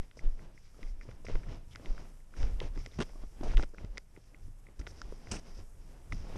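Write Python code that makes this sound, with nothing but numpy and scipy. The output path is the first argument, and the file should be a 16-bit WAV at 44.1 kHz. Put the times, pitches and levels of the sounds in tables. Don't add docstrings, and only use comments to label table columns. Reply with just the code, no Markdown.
import sys
import numpy as np
from scipy import signal
from scipy.fft import rfft, irfft, next_fast_len
from scipy.io import wavfile
from scipy.ndimage import uniform_filter1d

SR = 44100
rng = np.random.default_rng(int(sys.argv[2]) if len(sys.argv) > 2 else 0)


def elevation(decibels):
    levels = np.asarray(decibels, float)
    return 10 ** (levels / 20)


def dump(signal):
    limited = np.clip(np.atleast_2d(signal).T, -1, 1)
    pcm = np.round(limited * 32767).astype(np.int16)
    wavfile.write(sys.argv[1], SR, pcm)


N = 280917


def rms_one(x):
    return x / np.sqrt(np.mean(x ** 2) + 1e-20)


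def band(x, low_hz, high_hz, order=2):
    return signal.sosfilt(signal.butter(order, [low_hz, high_hz], "band", fs=SR, output="sos"), x)


def soften(x, memory):
    return signal.lfilter([1], [1, -memory], x)


def ring(clicks, hz, t60):
    r = elevation(-60 / (t60 * SR))
    w = 2 * np.pi * hz / SR
    return signal.lfilter([0, np.sin(w)], [1, -2 * r * np.cos(w), r * r], clicks + 1e-18)


def evened(x, share, span_s):
    envelope = np.abs(signal.hilbert(x, next_fast_len(N))[:N])
    swell = uniform_filter1d(envelope, max(round(span_s * SR), 1))
    return rms_one(x / (swell + 1e-9) ** np.clip(share, 0, 1))


def grains(per_s, spread_db, smooth):
    sizes = elevation(spread_db * np.minimum(rng.exponential(1, N), 5)) * rng.choice([-1, 1], N)
    slips = rms_one(sizes * (rng.random(N) < per_s / SR))
    return rms_one(slips + smooth * rng.standard_normal(N))


def swells(rows, rest_db):
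    t = np.arange(0, N, 64) / SR
    s, db, rise, fall = np.transpose(rows)[:, :, None]
    fading_db = db - 20 * np.where(t < s, (s - t) / rise, (t - s) / fall)
    power = elevation(2 * rest_db) + elevation(2 * fading_db).sum(axis=0)
    return np.interp(np.arange(N) / SR, t, 10 * np.log10(power))


# centre in Hz, width in Hz, level in dB.
PORT_BANDS = [
    (5443, 1140, 24),
    (7660, 500, -15),
    (4200, 500, 2),
    (6280, 1300, 7),
]


def port(x):
    bands = sum(elevation(db) * band(x, hz - width / 2, hz + width / 2) for hz, width, db in PORT_BANDS)
    return band(bands, 3500, 9000)


# peak in seconds, swing level in dB, time to die by 20 dB in seconds.
SWINGS = [(0.0, -36, .06), (0.32, -33, .1), (0.45, -47, .5), (0.89, -32, .16), (1.02, -44, .1),
          (1.17, -45, .5), (1.45, -40, .4), (1.93, -36, .2), (2.14, -49, .9), (2.41, -25, .3),
          (2.52, -29, .12), (2.66, -34, .2), (2.78, -32, .08), (2.98, -42, .9), (3.22, -36, .12),
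          (3.44, -30, .3), (3.49, -29, .04), (3.61, -30, .06), (3.9, -37, .1), (4.44, -42.5, .3),
          (4.82, -47, .3), (5.05, -39, .4), (5.33, -39.5, .15), (5.5, -42, .5), (5.8, -50, .9),
          (6.12, -39, .9), (6.31, -42, .15)]
# peak in seconds, shudder level in dB, time to die by 20 dB in seconds.
SHUDDERS = [(0.2, -49.5, .08), (0.3, -55, .9), (0.8, -54, .3), (1.09, -44, .1), (1.27, -46, .3),
            (1.35, -39, .1), (1.49, -40, .15), (1.68, -50, .5), (2.43, -36.5, .15), (2.64, -40, .09),
            (2.78, -40, .15), (2.99, -39, .07), (3.26, -57, .5), (3.44, -40.5, .1), (3.52, -37, .1),
            (3.6, -34, .07), (3.845, -37, .03), (4.18, -54, .12), (4.44, -46, .2), (4.86, -49, .4),
            (5.29, -46, .1), (5.33, -37, .07), (5.6, -43, .07), (5.77, -54, .5), (6.13, -35, .16),
            (6.37, -35.5, .1)]


def sway():
    rise_s = 0.06
    swing_db = swells([(s, db, rise_s, fall) for s, db, fall in SWINGS], rest_db=-57)
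    shudder_db = swells([(s, db, rise_s, fall) for s, db, fall in SHUDDERS], rest_db=-63)

    swing = elevation(swing_db) * evened(band(rng.standard_normal(N), 14.3, 31.7), share=0.68, span_s=0.038)
    swing = rms_one(band(swing, 3.4, 58)) * np.sqrt(np.mean(elevation(swing_db) ** 2))

    rumble = soften(rng.standard_normal(N), 0.995)
    shudder = evened(band(rumble, 33, 127), share=0.59, span_s=0.019)

    opening_step, opening_fall_s = -0.062, 0.011
    opening = opening_step * np.exp(-np.arange(N) / SR / opening_fall_s)
    return swing + elevation(shudder_db - 1.0) * shudder + opening


# frequency in Hz, level in dB per Hz.
HISS_COLOUR = [(60, 2), (200, -4), (500, -9), (1000, -10), (2000, -18), (3200, -35), (4300, -35),
               (5300, -14.5), (8000, -12), (11000, -14.5), (13000, -19.5), (14000, -30)]
# time in seconds, level in dB.
AIR = [
    (0, -76.5),
    (1.2, -74.5),
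    (2.5, -72),
    (3.4, -71.5),
    (3.9, -76),
    (4.8, -73.5),
    (5.5, -72),
    (6.37, -70.5),
]


def hiss():
    hz = np.fft.rfftfreq(N, 1 / SR)
    shape_hz, shape_db = np.transpose(HISS_COLOUR)
    colour = elevation(np.interp(np.log(hz + 1), np.log(shape_hz), shape_db, left=-60))
    noise = rms_one(irfft(rfft(rng.standard_normal(N)) * colour, N))

    air_s, air_db = np.transpose(AIR)
    level_db = np.interp(np.arange(N) / SR, air_s, air_db)
    gusts = rms_one(band(rng.standard_normal(N), 1.0, 6.0, order=1))
    return elevation(level_db + 1.5 * gusts) * noise


# peak in seconds, drag level in dB,
# time to grow by 20 dB in seconds, time to die by 20 dB in seconds.
DRAGS = [(0.03, -61.5, .1, .12), (0.252, -51.5, .105, .1), (0.432, -55, .15, .19), (0.83, -57, .14, .16),
         (1.095, -59, .3, .5), (1.3, -45.5, .025, .19), (1.515, -47.5, .1, .14), (1.8, -59, .15, .3),
         (1.868, -50, .1, .17), (1.993, -52.5, .08, .24), (2.44, -47, .13, .22), (2.617, -46, .05, .11),
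         (2.77, -54, .09, .1), (3.1, -59, .6, .05), (3.235, -55.5, .17, .05), (3.44, -51, .13, .3),
         (3.57, -53, .3, .07), (3.794, -54, .04, .15), (3.844, -56, .1, .05), (3.97, -58, .14, .055),
         (4.173, -63, .12, .07), (4.35, -64, .15, .28), (4.687, -63, .15, .14), (4.83, -60, .06, .9),
         (5.11, -58, .6, .12), (5.295, -55, .3, .3), (5.47, -56, .1, .22), (5.6, -57, .08, .08),
         (5.939, -60, .4, .25), (6.363, -47.5, .36, .1)]
# peak in seconds, brush level in dB, time to grow
# by 20 dB in seconds, time to die by 20 dB in seconds.
BRUSHES = [(0.03, -73.5, .1, .11), (0.252, -73, .28, .3), (0.437, -72.5, .25, .08), (0.56, -75, .05, .4),
           (0.665, -71, .15, .06), (0.9, -69, .4, .07), (1.025, -70, .06, .1), (1.105, -72, .2, .17),
           (1.275, -62.5, .04, .28), (1.529, -64.5, .12, .09), (1.733, -68, .08, .04),
           (1.873, -66, .13, .35), (2.003, -68, .3, .12), (2.425, -59.5, .1, .17), (2.63, -67, .05, .12),
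           (2.67, -67, .1, .03), (2.796, -62.5, .08, .2), (2.94, -66, .07, .7), (3.52, -67, .22, .25),
           (3.794, -69, .08, .13), (3.978, -71, .13, .09), (4.28, -74, .3, .1), (4.432, -75, .1, .16),
           (4.817, -71, .06, .025), (4.875, -73, .03, .9), (4.996, -64, .1, .07), (5.156, -70, .5, .1),
           (5.31, -63.5, .19, .18), (5.475, -66.5, .1, .22), (5.585, -62, .1, .06),
           (5.82, -74, .1, .55),
    (6.134, -64.5, .05, .9),
]


def rub():
    rustle_db = swells(DRAGS, rest_db=-76)
    hiss_db = swells(BRUSHES, rest_db=-90)
    scrape_gain = np.sqrt(elevation(rustle_db - 12.5) ** 2 + elevation(hiss_db - 5) ** 2 + elevation(-81) ** 2)

    coarse = grains(per_s=600, spread_db=5.0, smooth=0.59)
    fine = grains(per_s=2500, spread_db=4.0, smooth=1.27)
    gritty = np.clip((rustle_db + 66) / 18, 0, 1)
    drag = gritty * coarse + np.sqrt(1 - gritty ** 2) * rng.standard_normal(N)

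    rustle = evened(band(soften(drag, 0.975), 93, 1140), share=0.91, span_s=0.09)
    scrape = rms_one(band(soften(fine + 0.2 * drag, 0.75), 1130, 3630))
    brush = rms_one(port(fine))
    return elevation(rustle_db) * rustle + scrape_gain * scrape + elevation(hiss_db) * brush


# peak in seconds, grind level in dB,
# time to grow by 20 dB in seconds, time to die by 20 dB in seconds.
SCRAPES = [(.03, -70, .05, .08), (.665, -73, .06, .05), (.875, -71, .08, .12), (1.295, -62, .03, .08),
           (1.75, -70, .1, .05), (2.0, -70, .1, .1), (2.40, -64, .08, .08), (2.47, -62, .04, .05),
           (2.80, -64, .04, .06), (2.85, -67, .03, .04), (2.93, -68, .05, .1), (3.09, -69, .05, .04),
           (3.505, -58, .08, .04), (3.63, -61, .06, .03), (5.365, -59, .03, .03), (6.17, -70, .05, .1)]


def creak():
    grit = grains(per_s=1500, spread_db=4.5, smooth=0.6)
    body = band(grit, 1900, 2350) + 0.6 * band(grit, 1000, 3400)
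    return elevation(swells(SCRAPES, rest_db=-100)) * rms_one(body)


# time in seconds, peak level in dB, pitch in Hz.
SNAPS = [(.0324, -57, 1900), (.7447, -56, 1320), (.8754, -53, 2160), (1.0874, -52, 1320),
         (1.2535, -43, 5500), (1.2944, -46, 2120), (1.3134, -48, 2390), (1.4341, -52, 1620),
         (1.4664, -54, 1300), (1.486, -49, 1900), (1.5274, -48, 1310), (1.7512, -41, 2100),
         (1.7978, -54, 1680), (2.2039, -58, 2110), (2.3655, -51, 1640), (2.4644, -49, 1200),
         (2.4704, -47, 1700), (2.7591, -49, 1700), (2.7784, -49, 1200), (2.7985, -50, 2110),
         (2.8024, -49, 2190), (2.9158, -52, 3700), (2.9214, -51, 3550), (2.9354, -51, 2140),
         (2.9871, -42, 1200), (2.9904, -40, 2000), (3.0074, -33, 2800), (3.0124, -38, 2900),
         (3.0194, -36, 1150), (3.0264, -36, 3250), (3.1587, -54, 1100), (3.2355, -54, 1200),
         (3.4414, -45, 1000), (3.4994, -45, 2100), (3.5114, -45, 1800), (3.5364, -42, 1420),
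         (3.6064, -43, 2140), (3.6195, -45, 2000), (4.6867, -54, 2100), (4.799, -47, 1360),
         (4.9487, -56, 5220), (4.9694, -52, 5270), (5.0165, -40, 1360), (5.1248, -52, 5400),
         (5.3095, -45, 2500), (5.3148, -34, 7400), (5.3195, -32, 2800), (5.315, -36, 3000),
         (5.337, -42, 2900), (5.3264, -37, 5430), (5.327, -38, 2700), (5.3454, -40, 2500),
         (5.3655, -37, 2700), (5.370, -41, 2600), (5.3674, -38, 5730), (5.3944, -46, 5550),
         (6.123, -38, 1280), (6.361, -50, 3300), (6.363, -50, 5500)]


def snaps():
    length = 600
    out = np.zeros(N + length)
    t = np.arange(length) / SR
    for s, peak_db, hz in SNAPS:
        tone = np.sin(2 * np.pi * hz * t) * np.exp(-hz * t / 4.0)
        crack = rng.standard_normal(length) * np.exp(-t / 0.0006)
        out[round(s * SR):][:length] += elevation(peak_db - 2.5) * (tone + 0.2 * crack)
    return band(out[:N] + 1e-18, 600, 7500, order=3)


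# time in seconds, then the levels in dB
# of the 2 kHz part, the low part, the upper part and the bright part.
TICKS = [(0.112, -49.5, -60, -57, -71), (0.1921, -44, -56.5, -63, -62), (0.3925, -51.5, -55, -72, -75),
         (0.5768, -50, -61, -74, -78), (0.8299, -42, -56, -51, -52.5), (1.0116, -44, -54, -73, -63),
         (1.1125, -50.5, -55, -55.5, -70), (1.4331, -52, -57, -80, -58), (1.7583, -39, -46.5, -47, -42.5),
         (1.8585, -40.5, -59, -46, -56), (1.9789, -51, -48, -73, -65), (2.3391, -53, -53.5, -74, -73),
         (2.6024, -34.5, -52, -37.5, -44), (2.7755, -48, -54, -60, -52), (2.8615, -38, -49.5, -48, -41),
         (3.783, -41, -48, -69, -61), (3.9729, -33.5, -46, -47.5, -51), (3.9795, -33, -41, -41.5, -36.5),
         (4.1633, -48, -58, -69, -84), (4.3455, -44.5, -61, -77, -79), (4.6678, -50.5, -62, -74, -75),
         (5.0165, -50, -43, -49, -40), (5.2709, -44, -50, -70, -60), (6.123, -33, -45, -51, -56),
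         (1.2667, -38.5, -47.5, -52, -63), (1.284, -44, -48, -55, -55), (1.3547, -41, -45, -50, -55),
           (2.43, -43, -46, -47, -48), (3.0025, -47, -42, -46, -51), (3.006, -49, -36, -42, -45),
           (3.0153, -36.5, -38.5, -39, -49), (3.0232, -41, -43, -39.5, -38), (3.4116, -57, -60, -62, -55),
           (3.5174, -48, -48, -66, -54), (3.8477, -52, -60, -60, -52), (3.5711, -30.5, -43, -34.5, -42),
           (3.5785, -41, -41, -39.5, -58), (3.5962, -43, -39.5, -53, -53), (3.6262, -36.5, -58, -46, -41),
           (3.6344, -41, -44, -45, -52), (4.813, -49, -55, -62, -59), (4.8673, -37.5, -45.5, -45.5, -54),
           (4.8714, -42, -42.5, -46.5, -50), (5.3395, -56, -46, -60, -58), (6.132, -49, -60, -52, -61)]
# frequency in Hz, level in dB, time to die by 60 dB in seconds.
MOUNT = [
    [(2055, -4, 0.012), (2484, -11, 0.0087)],
    [(1440, 0, 0.0099), (1770, -8, .008)],
    [(2960, 6.5, 0.0025), (3720, -0.5, 0.0041)],
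    [(4970, 0.5, .006), (6000, -0.5, 0.0028), (7600, -11, 0.005), (8960, -65, 0.0017)],
]


def ticks():
    s, *parts_db = np.transpose(TICKS)
    out = np.zeros(N)
    for part_db, modes in zip(parts_db, MOUNT):
        for k, (hz, level_db, t60) in enumerate(modes):
            clicks = np.zeros(N)
            chance_db = 1.95 * rng.standard_normal(len(s))
            clicks[(s * SR).astype(int)] = elevation(part_db + level_db + chance_db)
            contact = band(clicks + 1e-18, hz / 1.546, min(hz * 1.6, 9500.0))
            strike = rms_one(contact) * np.std(clicks)
            out += (-1) ** k * ring(strike, hz, t60) * 0.56
    return out


# start in seconds, length in seconds,
# then the levels in dB of the low part, the mid part and the bright part.
CRUNCHES = [(0.168, 0.045, -67, -76, -65.5), (1.249, 0.01, -60, -62, -60), (1.285, 0.022, -53, -60, -68),
            (2.364, 0.073, -57, -64, -65), (2.612, 0.071, -52, -59.5, -69), (2.986, 0.014, -42, -52, -60),
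            (3.001, 0.036, -38.5, -47.5, -53), (3.432, 0.052, -43.5, -58.5, -62),
            (3.48, .07, -56, -57.5, -66), (3.572, 0.075, -46.5, -57.5, -60), (4.792, 0.014, -59, -63, -59),
            (4.872, .047, -82, -71, -62), (5.313, 0.012, -46, -46, -39), (5.321, 0.052, -48, -54, -50.5),
            (5.372, 0.031, -56, -60.5, -59), (6.121, 0.015, -50, -60, -60), (6.360, 0.014, -60, -60, -60)]


def crunches():
    t = np.arange(N) / SR
    gains = np.zeros((4, N))
    for s, length, *parts_db in CRUNCHES:
        gate = np.clip((t - s) / 0.0013, 0, 1) * np.clip((s + length - t) / 0.0035, 0, 1)
        gate = gate * elevation(3.0 * (0.5 - np.clip((t - s) / length, 0, 1)))
        top_db = 1.25 * parts_db[-1] + 8
        gains += elevation(np.array([*parts_db, top_db]))[:, None] * gate

    jolts = grains(per_s=600, spread_db=1.5, smooth=0.3)
    cracks = jolts + grains(per_s=2500, spread_db=3.0, smooth=0.6)
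    low = band(soften(jolts, 0.95), 100, 920)
    mid = band(cracks, 1000, 2900)
    bright = port(cracks)
    top = band(cracks, 6500, 8800, order=3)
    return sum(gain * rms_one(part) for gain, part in zip(gains, (low, mid, bright, top)))


# time in seconds, peak level in dB, pitch in Hz.
KNOCKS = [(0.172, -43, 511), (0.792, -46, 447), (1.053, -48, 373), (1.09, -41, 504), (1.2475, -41, 513),
          (1.285, -36, 500), (1.298, -32, 440), (1.304, -37, 500), (1.354, -33.5, 425), (1.797, -45, 470),
          (2.616, -31.5, 480), (3.98, -42, 500), (3.011, -27, 444), (2.9885, -24, 170), (3.432, -33, 670),
          (3.543, -38.5, 382), (3.631, -33, 513), (3.737, -45, 398), (3.745, -46, 490), (3.846, -39.5, 342),
          (4.175, -44, 355), (4.687, -50, 550), (4.872, -42, 600), (5.124, -35.5, 443), (5.316, -39.5, 433),
          (5.589, -47, 393), (6.114, -48, 353), (2.8605, -46, 600), (2.872, -47, 420), (3.003, -30, 260),
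          (3.097, -50, 700), (3.134, -53, 800), (3.158, -50, 620), (3.237, -47, 600), (3.467, -37, 700),
          (3.537, -41, 850), (3.596, -34, 750), (5.319, -35, 200), (5.328, -36, 190)]
# time in seconds, peak level in dB.
THUDS = [(0.239, -44.5), (0.828, -47), (2.774, -36), (3.002, -36), (3.155, -47), (3.236, -43), (3.41, -31),
         (3.466, -40), (3.595, -34), (4.482, -50), (4.795, -44), (4.812, -42), (6.131, -41)]
# time in seconds, peak level in dB, pitch in Hz.
NUDGES = [(0.547, -56, 283), (0.746, -55, 250), (1.009, -51, 336), (1.2, -49, 250), (1.251, -43, 528),
          (1.431, -52, 339), (1.482, -48, 296), (1.755, -45, 261), (1.87, -42, 328), (1.998, -45, 307),
          (2.369, -43, 304), (2.459, -40, 250), (2.468, -43, 288), (2.765, -39, 288), (2.859, -48, 614),
          (2.87, -48, 272), (2.92, -51, 466), (2.958, -48, 293), (2.996, -29, 250), (3.014, -29, 460),
          (3.019, -31, 851), (3.024, -33, 288), (3.052, -50, 250), (3.097, -50, 350), (3.441, -37, 253),
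          (3.481, -42, 304), (3.637, -39, 250), (3.782, -46, 315), (4.343, -54, 291), (4.874, -44, 380),
          (5.269, -48, 280), (5.337, -33, 554), (5.353, -38, 285), (5.359, -40, 250), (5.367, -40, 256),
          (5.383, -41, 250), (5.394, -46, 350), (5.801, -57, 355), (5.885, -55, 312)]


def knocks():
    length, thud_hz = 2000, 290
    out = np.zeros(N + length)
    t = np.arange(length) / SR
    slap = np.sin(2 * np.pi * 900.0 * t) * np.exp(-t / 0.0018)
    thuds = [(s, db, thud_hz) for s, db in THUDS]
    nudges = [(s, db - 4.0, hz) for s, db, hz in NUDGES]
    blows = KNOCKS + thuds + nudges
    for (s, peak_db, hz), sign in zip(blows, rng.choice([-1, 1], len(blows))):
        cycles = hz * t
        thump = np.sin(2 * np.pi * cycles) * np.sqrt(cycles) * np.exp(-1.6 * cycles)
        blow = thump / np.abs(thump).max() + 0.3 * slap
        out[round(s * SR):][:length] += sign * elevation(peak_db) * blow
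    return out[:N]


# time in seconds, peak level in dB, pitch in Hz, direction (1 or -1).
LURCHES = [
    (0.271, -16.5, 18.5, 1),
    (.86, -28, 18, 1),
    (1.353, -19.5, 17, 1),
    (1.912, -22, 19, -1),
    (2.445, -19, 30, 1),
    (3.572, -12.5, 25, 1),
    (4.803, -30, 45, 1),
]


def lurches():
    s, db, hz, direction = np.transpose(LURCHES)[:, :, None]
    squared = (np.pi * hz * (np.arange(N) / SR - s)) ** 2
    return np.sum(direction * elevation(db) * (1 - 2 * squared) * np.exp(-squared), axis=0)


# start in seconds, length in seconds, level in dB, centre in Hz.
SWIPES = [(.63, .05, -79, 3600), (1.015, .02, -66, 2000), (1.088, .008, -67, 2600),
          (1.433, .014, -64, 1900), (1.71, .028, -67, 3300), (1.76, .015, -68, 2000),
          (2.758, .004, -61, 3000), (3.516, .004, -58, 5500), (3.536, .004, -61, 6000),
          (3.689, .006, -68, 5800), (3.739, .01, -72, 5500), (3.745, .004, -58, 1300),
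          (3.779, .003, -63, 4200), (3.979, .003, -52, 7400), (4.813, .008, -62, 2200)]


def swipes():
    width = 1.16
    t = np.arange(N) / SR
    grit = grains(per_s=4000, spread_db=3.0, smooth=1.1)
    out = np.zeros(N)
    for s, length, db, hz in SWIPES:
        gate = np.clip(np.minimum(t - s, s + length - t) / 0.0015, 0, 1)
        out += elevation(db) * gate * rms_one(band(grit, hz / width, hz * width))
    return out


def scene():
    housing = sway() + lurches() + ticks() + knocks()
    touch = rub() + creak() + swipes()
    crust = crunches() + snaps()
    return (housing + touch + crust + hiss())[None]


def low_pass(x):
    return signal.sosfilt(signal.butter(12, 14060, fs=SR, output="sos"), x)


def record(dry):
    cut = signal.sosfilt(signal.butter(10, 13800, fs=SR, output="sos"), dry)
    return low_pass(cut)


dry = scene()
out = record(dry)
dump(out)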